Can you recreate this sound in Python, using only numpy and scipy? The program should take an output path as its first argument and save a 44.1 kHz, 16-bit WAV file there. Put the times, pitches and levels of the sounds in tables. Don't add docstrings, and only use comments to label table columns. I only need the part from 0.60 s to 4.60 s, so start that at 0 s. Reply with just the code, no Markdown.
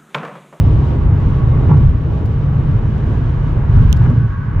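import sys
import numpy as np
from scipy import signal
from scipy.fft import rfft, irfft, next_fast_len
from scipy.io import wavfile
from scipy.ndimage import uniform_filter1d, minimum_filter1d, map_coordinates

SR = 44100
rng = np.random.default_rng(int(sys.argv[2]) if len(sys.argv) > 2 else 0)


def dump_mix(stems):
    frames = np.atleast_2d(stems).T
    limited = np.clip(frames, -1, 1)
    pcm = np.round(limited * 32767).astype(np.int16)
    wavfile.write(sys.argv[1], SR, pcm)


N = 176400


def amp(db):
    return 10 ** (np.asarray(db) / 20)


def unit(x):
    return x / np.sqrt(np.mean(x ** 2) + 1e-20)


def clock():
    return np.arange(N) / SR


def along(points, hz):
    knots_hz, values = np.transpose(points)
    return np.interp(np.log(hz + 1), np.log(knots_hz + 1), values)


def curve(rows):
    return np.interp(clock(), *np.transpose(rows))


def wobble(rate):
    return map_coordinates(rng.standard_normal(int(N * rate / SR) + 4), [clock() * rate])


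def filtered(x, response):
    size = next_fast_len(N + SR // 4)
    return irfft(rfft(x, size) * response(np.fft.rfftfreq(size, 1 / SR)), size)[..., :N]


def steadied(x, span_s):
    power = np.abs(uniform_filter1d(np.mean(x ** 2, axis=0), int(span_s * SR) + 1))
    return unit(x / np.sqrt(uniform_filter1d(power, int(span_s * SR / 2) + 1) + 1e-9))


def decay(t, t60_s):
    return np.exp(-np.log(1000) * t / t60_s)


def blow(peak_s, rise_s, t60_s):
    t = clock() - peak_s
    return np.exp(np.minimum(t, 0) / rise_s) * decay(np.maximum(t, 0), t60_s)


# frequency in Hz, coherence from 0 to 1.
COHERENCE = [(30, 0.93), (160, 0.99), (250, 0.92), (500, 0.48), (1000, 0.44), (2500, 0.35), (8000, 0.14)]

def cabin_noise(response):
    def mid_side_gains(hz):
        spread = np.arccos(np.clip(along(COHERENCE, hz), -1, 1)) / 2
        return response(hz) * [np.cos(spread), np.sin(spread)]
    mid, side = filtered(rng.standard_normal((2, N)), mid_side_gains)
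    return unit(np.array([mid + side, mid - side]))


def rush(colour):
    return cabin_noise(lambda hz: amp(along(colour, hz)))


def ring(centre_hz, width_hz):
    return cabin_noise(lambda hz: 1 / (1 + ((hz - centre_hz) / width_hz) ** 2))


# time in seconds, relative level in dB.
SHAKE_LEVEL = [(0, -13.5), (.14, -11), (.26, -17), (.39, -19), (.47, -8), (.58, -22.5), (.67, -12.5),
               (.8, -17.5), (.95, -13.5), (1.15, -19.5), (1.27, -7), (1.33, -17), (1.45, -19), (1.95, -19),
               (2.12, -15.5), (2.26, -18.5), (3.05, -17), (3.16, -8.5), (3.3, -10), (3.42, -16.5),
               (3.6, -21), (3.72, -21), (3.85, -30), (4, -11.5)]
BOOM_LEVEL = [(0, -10.5), (.28, -13.5), (.38, -15.5), (.53, -9.5), (.62, -16), (.78, -12), (1.03, -13),
              (1.14, -5), (1.29, -15), (1.38, -17), (1.7, -18), (1.95, -12.5), (2.2, -16), (3.06, -17),
              (3.19, -10), (3.3, -13.5), (3.53, -9.5), (3.61, -12), (3.7, -23.5), (4, -16.5)]
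# frequency in Hz, relative level in dB.
SHAKE_SPECTRUM = [(12, -34), (21, -21.5), (27, -6.5), (42, -2.5), (56, -4.5), (72, 1), (88, -6.5),
                  (115, -5.5), (200, -47.5), (500, -88), (2000, -140)]
BOOM_SPECTRUM = [(40, -43), (76, -12), (92, -0.5), (118, 1), (133, -3.5), (147, 1), (160, -9), (200, -14.5),
                 (245, -18), (330, -38), (700, -85.5), (3000, -140)]

def body_rumble():
    shake = amp(curve(SHAKE_LEVEL) + 1) * steadied(rush(SHAKE_SPECTRUM), span_s=0.061)
    boom = amp(curve(BOOM_LEVEL) - 0.5) * steadied(rush(BOOM_SPECTRUM), span_s=0.081)
    return shake + boom


# time in seconds, relative level in dB.
ROAR_LEVEL = [(0, -27.5), (.37, -27.5), (.5, -30), (.85, -29), (1.08, -25.5), (1.36, -35), (1.55, -28.5),
              (1.68, -32.5), (2.3, -31), (3.1, -30.5), (3.48, -32.5), (3.7, -39), (3.85, -39.5), (4, -33)]
TREAD_LEVEL = [(0, -40.5), (1.1, -38.5), (1.35, -41.5), (2.3, -40.5), (3.1, -38), (3.45, -40.5),
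               (3.68, -42), (4, -39)]
# frequency in Hz, relative level in dB.
ROAR_SPECTRUM = [(120, -24.5), (260, 2), (330, -1), (440, -5), (520, -8.5), (700, -12), (1000, -18),
                 (2000, -42), (5000, -72.5), (9000, -120)]
TREAD_SPECTRUM = [(400, -27), (700, -18.5), (900, 0.5), (1150, -1), (1300, -1.5), (1600, -5.5),
                  (1900, -8.5), (2600, -17.5), (6000, -58.5), (9000, -110)]
# centre in Hz, width in Hz, average level in dB.
HUM_RESONANCES = [(414.7, 13, -45), (458, 6.9, -45.5), (823, 18, -51.5), (951, 42, -47.5),
                  (2130, 16, -62.5), (2940, 52, -64), (3750, 45, -70)]

def tyre_roar():
    surface_db = curve(ROAR_LEVEL)
    roar = amp(surface_db + 1 + 0.91 * wobble(18)) * rush(ROAR_SPECTRUM)
    tread = amp(curve(TREAD_LEVEL) + 1.1 * wobble(3.4)) * rush(TREAD_SPECTRUM)
    hums = sum(amp(db) * ring(hz, width) for hz, width, db in HUM_RESONANCES)
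    hum_swell = amp(0.95 * (surface_db - surface_db.mean()))
    return roar + tread + hum_swell * hums


# time in seconds, relative level in dB.
LOW_WHINE_LEVEL = [(0, -44), (.6, -46), (.85, -40.5), (1.05, -45), (1.4, -50), (3.2, -48.5), (3.6, -47),
                   (3.85, -46), (4, -45)]
HIGH_WHINE_LEVEL = [(0, -55.5), (1.8, -56.5), (2.6, -46), (3.05, -47.5), (3.4, -41.5), (3.7, -45),
                    (4, -42.5)]
# centre in Hz, width in Hz, relative level in dB.
LOW_WHINE_TONES = [(1123, 23, 2)]
HIGH_WHINE_TONES = [(1310, 220, -7), (1494, 14, -4), (1626, 65, -3), (1920, 150, -12)]

def tread_whine(level, tones):
    resonances = sum(amp(db) * steadied(ring(hz, width), span_s=0.17) for hz, width, db in tones)
    return amp(curve(level)) * resonances


# time in seconds, level in dB.
HISS_LEVEL = [(0, -49), (.3, -49), (.47, -54), (.62, -50), (.9, -52), (1.15, -49), (1.35, -53), (2, -52.5),
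              (2.3, -51), (2.75, -49.5), (3, -53.5), (3.22, -47.5), (3.48, -50), (3.6, -53), (3.8, -57.5),
              (4, -57)]
# frequency in Hz, relative level in dB.
HISS_SPECTRUM = [(900, -20.5), (1900, -11), (2400, 2), (2750, -1), (2980, 1.5), (3400, -4), (3720, -5),
                 (4600, -11.5), (6200, -15), (7000, -19.5), (7600, -20.5), (8500, -26), (10000, -39.5),
                 (12000, -27), (15500, -33)]

def wind_hiss():
    return amp(curve(HISS_LEVEL) + 0.89 * wobble(18)) * rush(HISS_SPECTRUM)


# peak in seconds, dull part in dB, fizz in dB.
CABIN_TICKS = [(.603, -55, -73), (1.175, -49.5, -52), (1.658, -49, -50), (1.663, -57, -58),
               (2.38, -51, -76), (3.168, -49.5, -63.5), (3.330, -44, -63), (3.365, -48, -50.5),
               (3.371, -45.5, -51), (3.501, -49, -64)]
# frequency in Hz, relative level in dB.
DULL_SPECTRUM = [(1500, -24), (3300, 0), (4400, 5.5), (6000, -1.5), (7300, -2), (9000, -15.5),
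                 (15000, -27.5)]
FIZZ_SPECTRUM = [(4000, -49.5), (9500, -10), (10500, -5.5), (12300, 1), (15000, -0.5)]

def cabin_ticks():
    dull, fizz = rush(DULL_SPECTRUM), rush(FIZZ_SPECTRUM)
    return sum((amp(dull_db) * dull + amp(fizz_db) * fizz) * blow(peak_s, rise_s=0.0015, t60_s=0.022)
               for peak_s, dull_db, fizz_db in CABIN_TICKS)


# frequency in Hz, relative level in dB, seconds to fall 60 dB.
WHEEL_MODES = [(830, -0.5, 0.084), (863, -8, 0.14), (955, 0, 0.066), (1137, -10.5, 0.16), (1360, -13, 0.13)]

def wheel_knock(start_s, rise_s=0.0022):
    t = np.maximum(clock() - start_s, 0)
    ringing = 0
    for hz, db, t60_s in WHEEL_MODES:
        phase_turns = rng.random() + 0.06 * rng.standard_normal((2, 1))
        ringing += amp(db) * decay(t, t60_s) * np.sin(2 * np.pi * (hz * t + phase_turns))
    return ringing * (1 - np.exp(-t / rise_s))


# peak in seconds, rise in seconds,
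# thud pitch in Hz, then the levels of thud, clunk, slap and knock in dB.
ROAD_JOINTS = [(1.091, .004, 118, -10.5, -40, -37.5, -21.5), (1.113, 0.0048, 142, -2.5, -23, -28, -16.5),
               (1.242, 0.0092, 62, -11.5, -44, -38, -44), (3.175, 0.0069, 104, -4.5, -28.5, -33, -35),
               (3.413, 0.0091, 112, -11.5, -41, -38.5, -35),
               (3.460, 0.026, 114, -10.5, -32.5, -29.5, -35.5), (3.508, 0.015, 116, -9, -27, -37.5, -46.5),
               (3.618, .006, 114, -7, -44, -48, -51)]
# frequency in Hz, relative level in dB.
CLUNK_SPECTRUM = [(150, -21), (300, -2), (440, 1.5), (580, -2.5), (750, -24.5), (2000, -61), (6000, -120)]
SLAP_SPECTRUM = [(200, -2.5), (400, -18.5), (680, -3), (830, 4), (970, 1.5), (1200, 0.5), (1400, -3),
                 (2000, -11), (4000, -38.5), (9000, -78.5)]

def road_joints():
    clunk = steadied(rush(CLUNK_SPECTRUM), span_s=0.012)
    slap = steadied(rush(SLAP_SPECTRUM), span_s=0.017)
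    bumps = 0
    for peak_s, rise_s, thud_hz, thud_db, clunk_db, slap_db, knock_db in ROAD_JOINTS:
        thud = steadied(ring(thud_hz, width_hz=15), span_s=0.071)
        bumps += blow(peak_s, rise_s, t60_s=0.17) * amp(thud_db) * thud
        bumps += blow(peak_s, rise_s, t60_s=0.14) * (amp(clunk_db) * clunk + amp(slap_db) * slap)
        bumps += amp(knock_db) * wheel_knock(peak_s)
    return bumps


# frequency in Hz, relative level in dB, seconds to fall 60 dB.
CLICK_MODES = [(3080, 6.5, 0.0021), (6060, 1.5, 0.0022), (6850, -14, 0.0034), (10300, -8, 0.0021),
               (12100, -14.5, 0.0045), (14800, -19, 0.0021)]

def close_tap(start_s=3.328, rise_s=0.00025, left_lag_s=0.00016, left_db=-15):
    t = np.maximum(clock() - start_s - np.array([[left_lag_s], [0]]), 0)
    modes = sum(amp(db) * decay(t, t60_s) * np.sin(2 * np.pi * hz * t) for hz, db, t60_s in CLICK_MODES)
    click = modes * (1 - np.exp(-t / rise_s))
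    low_cut = signal.butter(5, 2600, "high", fs=SR, output="sos")
    return amp(-1.5) * signal.sosfilt(low_cut, click) * np.array([[amp(left_db)], [1]])


# peak in seconds, half length in seconds, pitch in Hz, level in dB.
SUNG_TONES = [(3.641, 0.024, 1492, -42), (3.648, .02, 1114, -41), (3.745, 0.024, 1606, -41),
              (3.748, 0.03, 1100, -35.5), (3.827, .019, 1503, -40)]

def tread_singing():
    t = clock()
    waver_rad = 0.6 * wobble(30) + 0.53 * np.array([wobble(23), wobble(20)])
    tones = 0
    for peak_s, half_s, hz, db in SUNG_TONES:
        swell = np.exp(-((t - peak_s) / half_s) ** 2 / 2)
        tones += amp(db) * swell * np.sqrt(2) * np.sin(2 * np.pi * hz * t + waver_rad)
    return tones


# frequency in Hz, left over right in dB.
LEFT_OVER_RIGHT = [(150, -0.45), (600, -0.3), (1100, -2), (2200, 1), (8000, -2)]

def scene():
    whines = tread_whine(LOW_WHINE_LEVEL, LOW_WHINE_TONES)
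    whines += tread_whine(HIGH_WHINE_LEVEL, HIGH_WHINE_TONES)
    tones = whines + tread_singing()
    drive = body_rumble() + tyre_roar() + tones + wind_hiss() + road_joints() + cabin_ticks()
    side_share = np.array([[0.5], [-0.5]])
    return filtered(drive, lambda hz: amp(along(LEFT_OVER_RIGHT, hz) * side_share)) + close_tap()


def record(dry):
    look_ahead_s, top_hz = 0.0023, 15350
    span = int(look_ahead_s * SR) + 1
    needed_gain = np.minimum(1, 1 / (np.abs(dry).max(axis=0) + 1e-9))
    held_gain = minimum_filter1d(needed_gain, 2 * span)
    smooth_gain = uniform_filter1d(uniform_filter1d(held_gain, span), span)
    return filtered(dry * smooth_gain, lambda hz: 1 / np.sqrt(1 + (hz / top_hz) ** 120))


dry = scene()
out = record(dry)
dump_mix(out)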